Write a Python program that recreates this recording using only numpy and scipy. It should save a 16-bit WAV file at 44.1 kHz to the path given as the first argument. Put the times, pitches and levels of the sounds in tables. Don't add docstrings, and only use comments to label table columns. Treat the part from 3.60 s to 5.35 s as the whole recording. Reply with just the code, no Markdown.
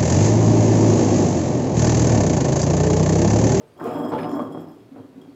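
import sys
import numpy as np
from scipy import signal
from scipy.io import wavfile
from scipy.ndimage import uniform_filter1d

SR = 44100
rng = np.random.default_rng(int(sys.argv[2]) if len(sys.argv) > 2 else 0)


def file_out(sig):
    cols = np.atleast_2d(sig).T
    lim = np.clip(cols, -1, 1)
    pcm = np.round(lim * 32767).astype(np.int16)
    wavfile.write(sys.argv[1], SR, pcm)


def level_to_linear(level):
    exponent = np.asarray(level, float) / 20
    return 10 ** exponent


N = 77175


def evened(x):
    return x / np.sqrt(np.mean(x ** 2) + 1e-20)


def colour(x, points):
    f, db = np.transpose(points)
    hz = abs(np.fft.fftfreq(4096, 1 / SR))
    level_db = np.interp(np.log(hz + 1), np.log(f + 1), db)
    log_gain = np.log(level_to_linear(level_db))
    taps = np.fft.ifft(np.exp(np.conj(signal.hilbert(log_gain)))).real[:2048]
    return signal.oaconvolve(x, taps / np.linalg.norm(taps))[:N]


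def mode(x, hz, width_hz):
    r = np.exp(-np.pi * width_hz / SR)
    poles = [1, -2 * r * np.cos(2 * np.pi * hz / SR), r * r]
    return signal.lfilter([1 - r, 0, r - 1], poles, x)


def clicks(per_s, spread_db):
    draw = rng.random((N, 3))
    size = level_to_linear(spread_db * np.minimum(-np.log(draw[:, 0] + 1e-9), 4))
    sign = np.sign(draw[:, 1] - .5)
    happens = draw[:, 2] < per_s / SR
    return evened(size * sign * happens)


def wander(depth_db, count):
    step, wander_s = 128, .05
    z = rng.standard_normal((N // step + 2, count))
    span = np.hanning(round(2 * wander_s * SR / step))
    z = evened(signal.fftconvolve(z, span[:, None], "same", axes=0))
    return level_to_linear(depth_db * np.repeat(z, step, 0)[:N].T)


def struck(events, extra_db):
    x = np.zeros(N + 400)
    for s, db, ms in events:
        u = np.arange(400) / SR / (max(ms, .01) / 1000)
        pulse = u * np.exp(-u)
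        x[round(s * SR):][:400] += level_to_linear(db + extra_db) * pulse / np.linalg.norm(pulse)
    return x[:N]


def tones(rows, waver, flicker_db):
    span, lean = 9000, .8
    out = np.zeros(N + span)
    for start, length, db, hz in rows:
        drift, flicker = (evened(uniform_filter1d(v, 400)) for v in rng.standard_normal((2, span)))
        cycles = np.cumsum(hz * (1 + waver * drift)) / SR
        turn = 2 * np.pi * (cycles + rng.random())
        u = np.clip(np.arange(span) / SR / max(length, .01), 0, 1)
        level = level_to_linear(db + 4 + flicker_db * flicker) * np.sin(np.pi * u ** lean)
        at = max(round(start * SR), 0)
        out[at:at + span] += level * np.sin(turn)
    return out[:N]


# f/Hz, density/dB per Hz
AIR = [(15, -11), (25, -14.5), (126, 2), (283, 0.5), (400, 2.5), (856, -12.5), (4430, -24.5), (4940, -27.5),
       (15800, -36)]


def room_air():
    return level_to_linear(-53) * colour(rng.standard_normal(N), AIR)


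# t/s, contact force/dB, sharpness of the bumps/dB, grit on the glass/dB
SPIN = [(0.0, -57.5, -1.5, -36.5), (0.13, -77, -7, -26), (0.194, -43, -3.5, -16), (0.209, -38, -11, -27),
        (0.262, -25.5, -14, -32), (0.496, -29.5, -14, -30), (0.536, -27, -9.5, -45),
        (0.574, -28.5, -11.5, -32.5), (0.828, -32, -12, -33), (0.882, -35, -54, -39),
        (0.974, -35, -20, -33), (1.252, -58, -15, -20), (1.29, -58.5, -30, -45), (1.387, -41.5, -44, -43),
        (1.476, -54.5, -20, -46), (1.584, -46.5, -58, -54), (1.608, -47.5, -44, -37),
        (1.75, -56.5, -33, -30)]


def control(column):
    rows = np.array(SPIN)
    return np.interp(np.arange(N) / SR, rows[:, 0], rows[:, column])


BOARD_HZ = [112, 168, 241, 272, 314, 366, 464, 575, 637, 691, 736, 875, 1036, 1140]
# width/Hz, level against the contact force/dB
BOARD = [(12.3, -21.5), (19.8, -14), (24.2, -10.5), (24, -9.5), (20.5, -11), (27, -11), (20, -14), (26, -3),
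         (26, -3.5), (26, -6.5), (26, -7.5), (39.6, -4), (40, -6.5), (40, -10)]
BOARD_BAND_HZ = [100, 1220]
# f/Hz, density/dB per Hz
WOOD = [(220, -20), (500, 5), (800, 4), (1180, -2), (1400, 0), (2200, -19), (4500, -48), (15500, -48)]
# t/s, level/dB
KNOCKS = [(0.2136, -23.5), (.399, -23.5), (.530, -23.5), (.536, -18.5), (.584, -33), (.646, -23.5),
          (0.7946, -21.5), (0.948, -27.5), (.975, -29.5), (1.362, -38.5), (1.366, -39), (1.399, -39.5),
          (1.452, -55), (1.537, -68)]


def table():
    soft_modes, knock_ms = 7, .12
    force = level_to_linear(control(1))
    sharp = force * level_to_linear(control(2))
    bumps = clicks(per_s=1500, spread_db=2.4)
    blows = struck([(s, db, knock_ms) for s, db in KNOCKS], extra_db=8)
    rings = np.zeros(N)
    gains = wander(2.0, count=len(BOARD))
    for k, (hz, (width, db), gain) in enumerate(zip(BOARD_HZ, BOARD, gains)):
        if k < soft_modes:
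            drive = force * bumps + blows
        else:
            drive = sharp * bumps + level_to_linear(-5.5) * blows
        rings += level_to_linear(db) * mode(drive * gain, hz, width) / np.sqrt(np.pi * width / SR)
    rings = signal.sosfilt(signal.butter(3, BOARD_BAND_HZ, "band", fs=SR, output="sos"), rings)
    smooth_rub = level_to_linear(-2) * rng.standard_normal(N)
    grain = level_to_linear(-30) * (bumps + smooth_rub)
    return rings + colour(sharp * grain + level_to_linear(-29) * blows, WOOD)


GLASS_HZ = [3268, 5110, 5350, 6874, 7117, 7671, 9227, 9787, 10939, 11709, 13442, 14621, 14879, 15650]
TWIN_HZ = [3222, 5033, 5260, 6900, 7095, 7610, 9380, 9850, 10860, 11900, 13520, 14680, 14820, 15390]
# width/Hz, level/dB
GLASS = [(22.2, 3.5), (19.7, -1), (14, -4), (37, -7.5), (29, -22), (38, -5), (32.6, -8), (22, -20),
         (25, -11.5), (22, -8), (35.3, -7.5), (30, -4), (37.5, -16), (45, -29)]
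# t/s, ring level/dB, dry crack above the ring/dB, tilt/dB per octave
TICKS = [(0.2406, -43, 7.5, -10), (0.2913, -53, 0, -6), (0.3414, -45, 2, 0), (0.372, -59, -2, 0),
         (0.4478, -47, 0, -6), (0.495, -53.5, 10, -3.5), (0.5285, -46, -9, -11), (.5483, -48, 0, 2),
         (.5883, -49, -2, -16), (0.605, -58, -6, 4), (0.693, -40.5, -12, -1.5), (.7148, -40, -3, -2),
         (.751, -47, -3, 5.5), (0.793, -39.5, -7, -10), (0.874, -49.5, -8, 0), (0.924, -47.5, -7, 2),
         (1.0046, -57, -4, 6), (1.086, -57, -2, 3), (1.116, -55, -2, 2), (1.6152, -52.5, 3.5, -5),
         (1.7444, -53, -4, -4)]


def bottle():
    level = level_to_linear(control(1) + control(3))
    grit = clicks(per_s=500, spread_db=3.5)
    out = np.zeros(N)
    gains = wander(2.8, count=len(GLASS))
    for hz, twin_hz, (width, db), gain in zip(GLASS_HZ, TWIN_HZ, GLASS, gains):
        octaves = np.log2(hz / GLASS_HZ[0])
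        snaps = struck([(s, ring_db + tilt * octaves, .01) for s, ring_db, _, tilt in TICKS], extra_db=13)
        rub = grit + .5 * rng.standard_normal(N)
        drive = gain * (level * rub + snaps)
        pair = mode(drive, hz, width) + level_to_linear(-4) * mode(drive, twin_hz, width)
        out += level_to_linear(db - 9.5) * pair / np.sqrt(np.pi * width / SR)
    cracks = struck([(s, ring_db + dry_db, .01) for s, ring_db, dry_db, _ in TICKS], extra_db=11.2)
    crack_t60_s, rub_hiss_db = .04, -6
    t = np.arange(2200) / SR
    crack = rng.standard_normal(2200) * level_to_linear(-60 * t / crack_t60_s) * np.minimum(t / 0.001, 1)
    crack /= np.linalg.norm(crack)
    dry_noise = signal.oaconvolve(cracks + level_to_linear(rub_hiss_db) * level * grit, crack)[:N]
    return out + signal.lfilter(*signal.butter(2, 4500, "high", fs=SR), dry_noise)


# start t/s, length/s, level/dB, f/Hz
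CHATTER = [(.0, 0.056, -54.5, 464), (.0, 0.048, -57, 618), (.165, 0.035, -52.5, 350),
           (.208, 0.047, -32.5, 331), (.245, 0.054, -29.5, 463.7), (.25, 0.034, -34, 688),
           (.268, 0.039, -32, 262.6), (.288, .035, -33.5, 637.5), (.298, 0.038, -33.5, 735),
           (.32, 0.056, -43, 113), (.348, .028, -30, 281), (.383, .03, -28, 290.6),
           (.428, 0.046, -28.5, 243.4), (.445, 0.018, -34.5, 688), (.485, .05, -30, 311.5),
           (.51, 0.079, -31, 465.2), (.52, 0.051, -40, 115), (.53, 0.042, -33.5, 860),
           (.59, 0.13, -42, 167.8), (.6, 0.16, -44, 112.2), (.605, 0.031, -32.5, 253),
           (.638, 0.043, -31.5, 293.4), (.722, .06, -29, 279.7), (.76, 0.085, -45, 168.6),
           (.796, 0.053, -27.5, 250.3), (.793, 0.029, -37.5, 1137), (.82, 0.073, -43.5, 112.9),
           (.9, 0.042, -37.5, 290), (.955, .12, -46, 168), (.96, 0.086, -37.5, 321),
           (1.06, 0.038, -43.5, 299), (1.135, 0.046, -47.5, 299.7), (1.2, .1, -55.5, 113),
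           (1.31, 0.047, -45, 262.4), (1.32, 0.039, -52, 150), (1.368, .026, -38, 259.5),
           (1.397, 0.029, -39, 275.3), (1.39, 0.028, -47, 120), (1.555, 0.044, -40, 265.4),
           (1.61, 0.029, -50, 161.5), (1.645, .025, -48, 305), (1.675, .04, -43, 267),
           (1.72, .04, -45.5, 268), (.41, .02, -33, 640), (.585, 0.024, -44, 1690), (.87, 0.033, -49, 1116)]


def chatter():
    return tones(CHATTER, waver=.03, flicker_db=2.5)


# start t/s, length/s, level/dB, f/Hz
SINGING = [(.04, 0.21, -81, 4750), (0.166, 0.024, -73.5, 3268), (0.319, 0.11, -58, 3286),
           (0.343, 0.083, -66, 7630), (0.347, .07, -69, 13300), (0.382, 0.024, -70, 14879),
           (.375, .03, -68, 10939), (0.43, 0.019, -58, 3268), (0.443, 0.057, -64, 5110),
           (0.46, 0.047, -57.5, 3268), (0.483, 0.028, -65, 11900), (0.488, 0.027, -67, 7671),
           (0.532, 0.064, -56.5, 3300), (0.559, 0.13, -68.5, 9787), (0.59, .035, -68, 14879),
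           (.6, 0.094, -57.5, 5120), (0.664, 0.041, -75, 11709), (.67, .06, -71, 13442),
           (0.693, 0.058, -65, 7040), (0.708, 0.049, -64, 5300), (.745, 0.063, -62.5, 3300),
           (0.749, 0.06, -67, 7600), (.745, .05, -69, 14879), (.75, 0.039, -68, 13442),
           (0.792, 0.039, -61.5, 3268), (0.863, 0.038, -66.5, 3260), (0.919, .065, -63.5, 3268),
           (0.921, 0.021, -65, 5110), (.922, .02, -70, 10900), (0.977, .03, -66.5, 3268),
           (0.998, .035, -73, 13442), (1.003, 0.045, -75, 11709), (1.08, .06, -75.5, 3268),
           (1.082, 0.018, -76.5, 11709), (1.363, 0.098, -77.5, 3240), (1.612, 0.021, -70, 3260)]


def singing():
    beat_depth = .6
    twins = []
    for start, length, db, hz in SINGING:
        nearest = np.argmin(abs(np.array(GLASS_HZ) - hz))
        split_hz = TWIN_HZ[nearest] - GLASS_HZ[nearest]
        twins.append((start, length, db + 20 * np.log10(beat_depth), hz + split_hz))
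    return tones(SINGING + twins, waver=.002, flicker_db=3.0)


# start t/s, length/s, level/dB, f/Hz, width/Hz
SKIDS = [(0.068, 0.04, -72, 8260, 900), (0.13, 0.033, -73, 9500, 500), (.197, 0.027, -42, 1500, 400),
         (0.517, 0.029, -30.5, 880, 463), (0.521, 0.071, -50, 2900, 1490), (0.578, 0.044, -42, 1930, 1370),
         (0.624, 0.042, -44, 2000, 1560), (0.791, 0.014, -45, 1510, 890), (1.351, 0.054, -54.5, 980, 696),
         (1.667, 0.15, -74, 4440, 700), (0.226, 0.23, -53, 2270, 1510), (0.682, 0.11, -61.5, 5000, 3000)]


def skids():
    slips = clicks(per_s=2400, spread_db=1.8)
    out = np.zeros(N)
    for start, length, db, hz, width in SKIDS:
        u = np.clip((np.arange(N) / SR - start) / length, 0, 1)
        swell = np.sin(np.pi * u ** .55)
        resonance = evened(mode(mode(slips, hz, width), hz, width))
        out += level_to_linear(db - 1.0) * swell * resonance
    return out


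def room(x):
    t60_s = 0.31
    taps = np.zeros(SR // 2)
    at = np.arange(200, SR // 2 - 20, 20) + rng.integers(0, 20, (SR // 2 - 201) // 20)
    taps[at] = rng.choice([-1., 1.], len(at))
    hz, t, z = signal.stft(taps, SR, nperseg=256)
    decay = level_to_linear(-60 * t / t60_s * (0.5 + hz[:, None] / 6000))
    tail = signal.istft(z * decay, SR, nperseg=256)[1]
    return signal.fftconvolve(x, tail / np.linalg.norm(tail))[:N]


def scene():
    near = table() + bottle() + chatter() + singing() + skids()
    return (near + level_to_linear(-9.5) * room(near) + room_air())[None]


def roll_off(x):
    return signal.sosfilt(signal.butter(12, 15900, fs=SR, output="sos"), x)


def record(dry):
    low_cut = signal.butter(2, 60, "high", fs=SR, output="sos")
    mix = signal.sosfilt(low_cut, dry)
    return roll_off(mix)


dry = scene()
out = record(dry)
file_out(out)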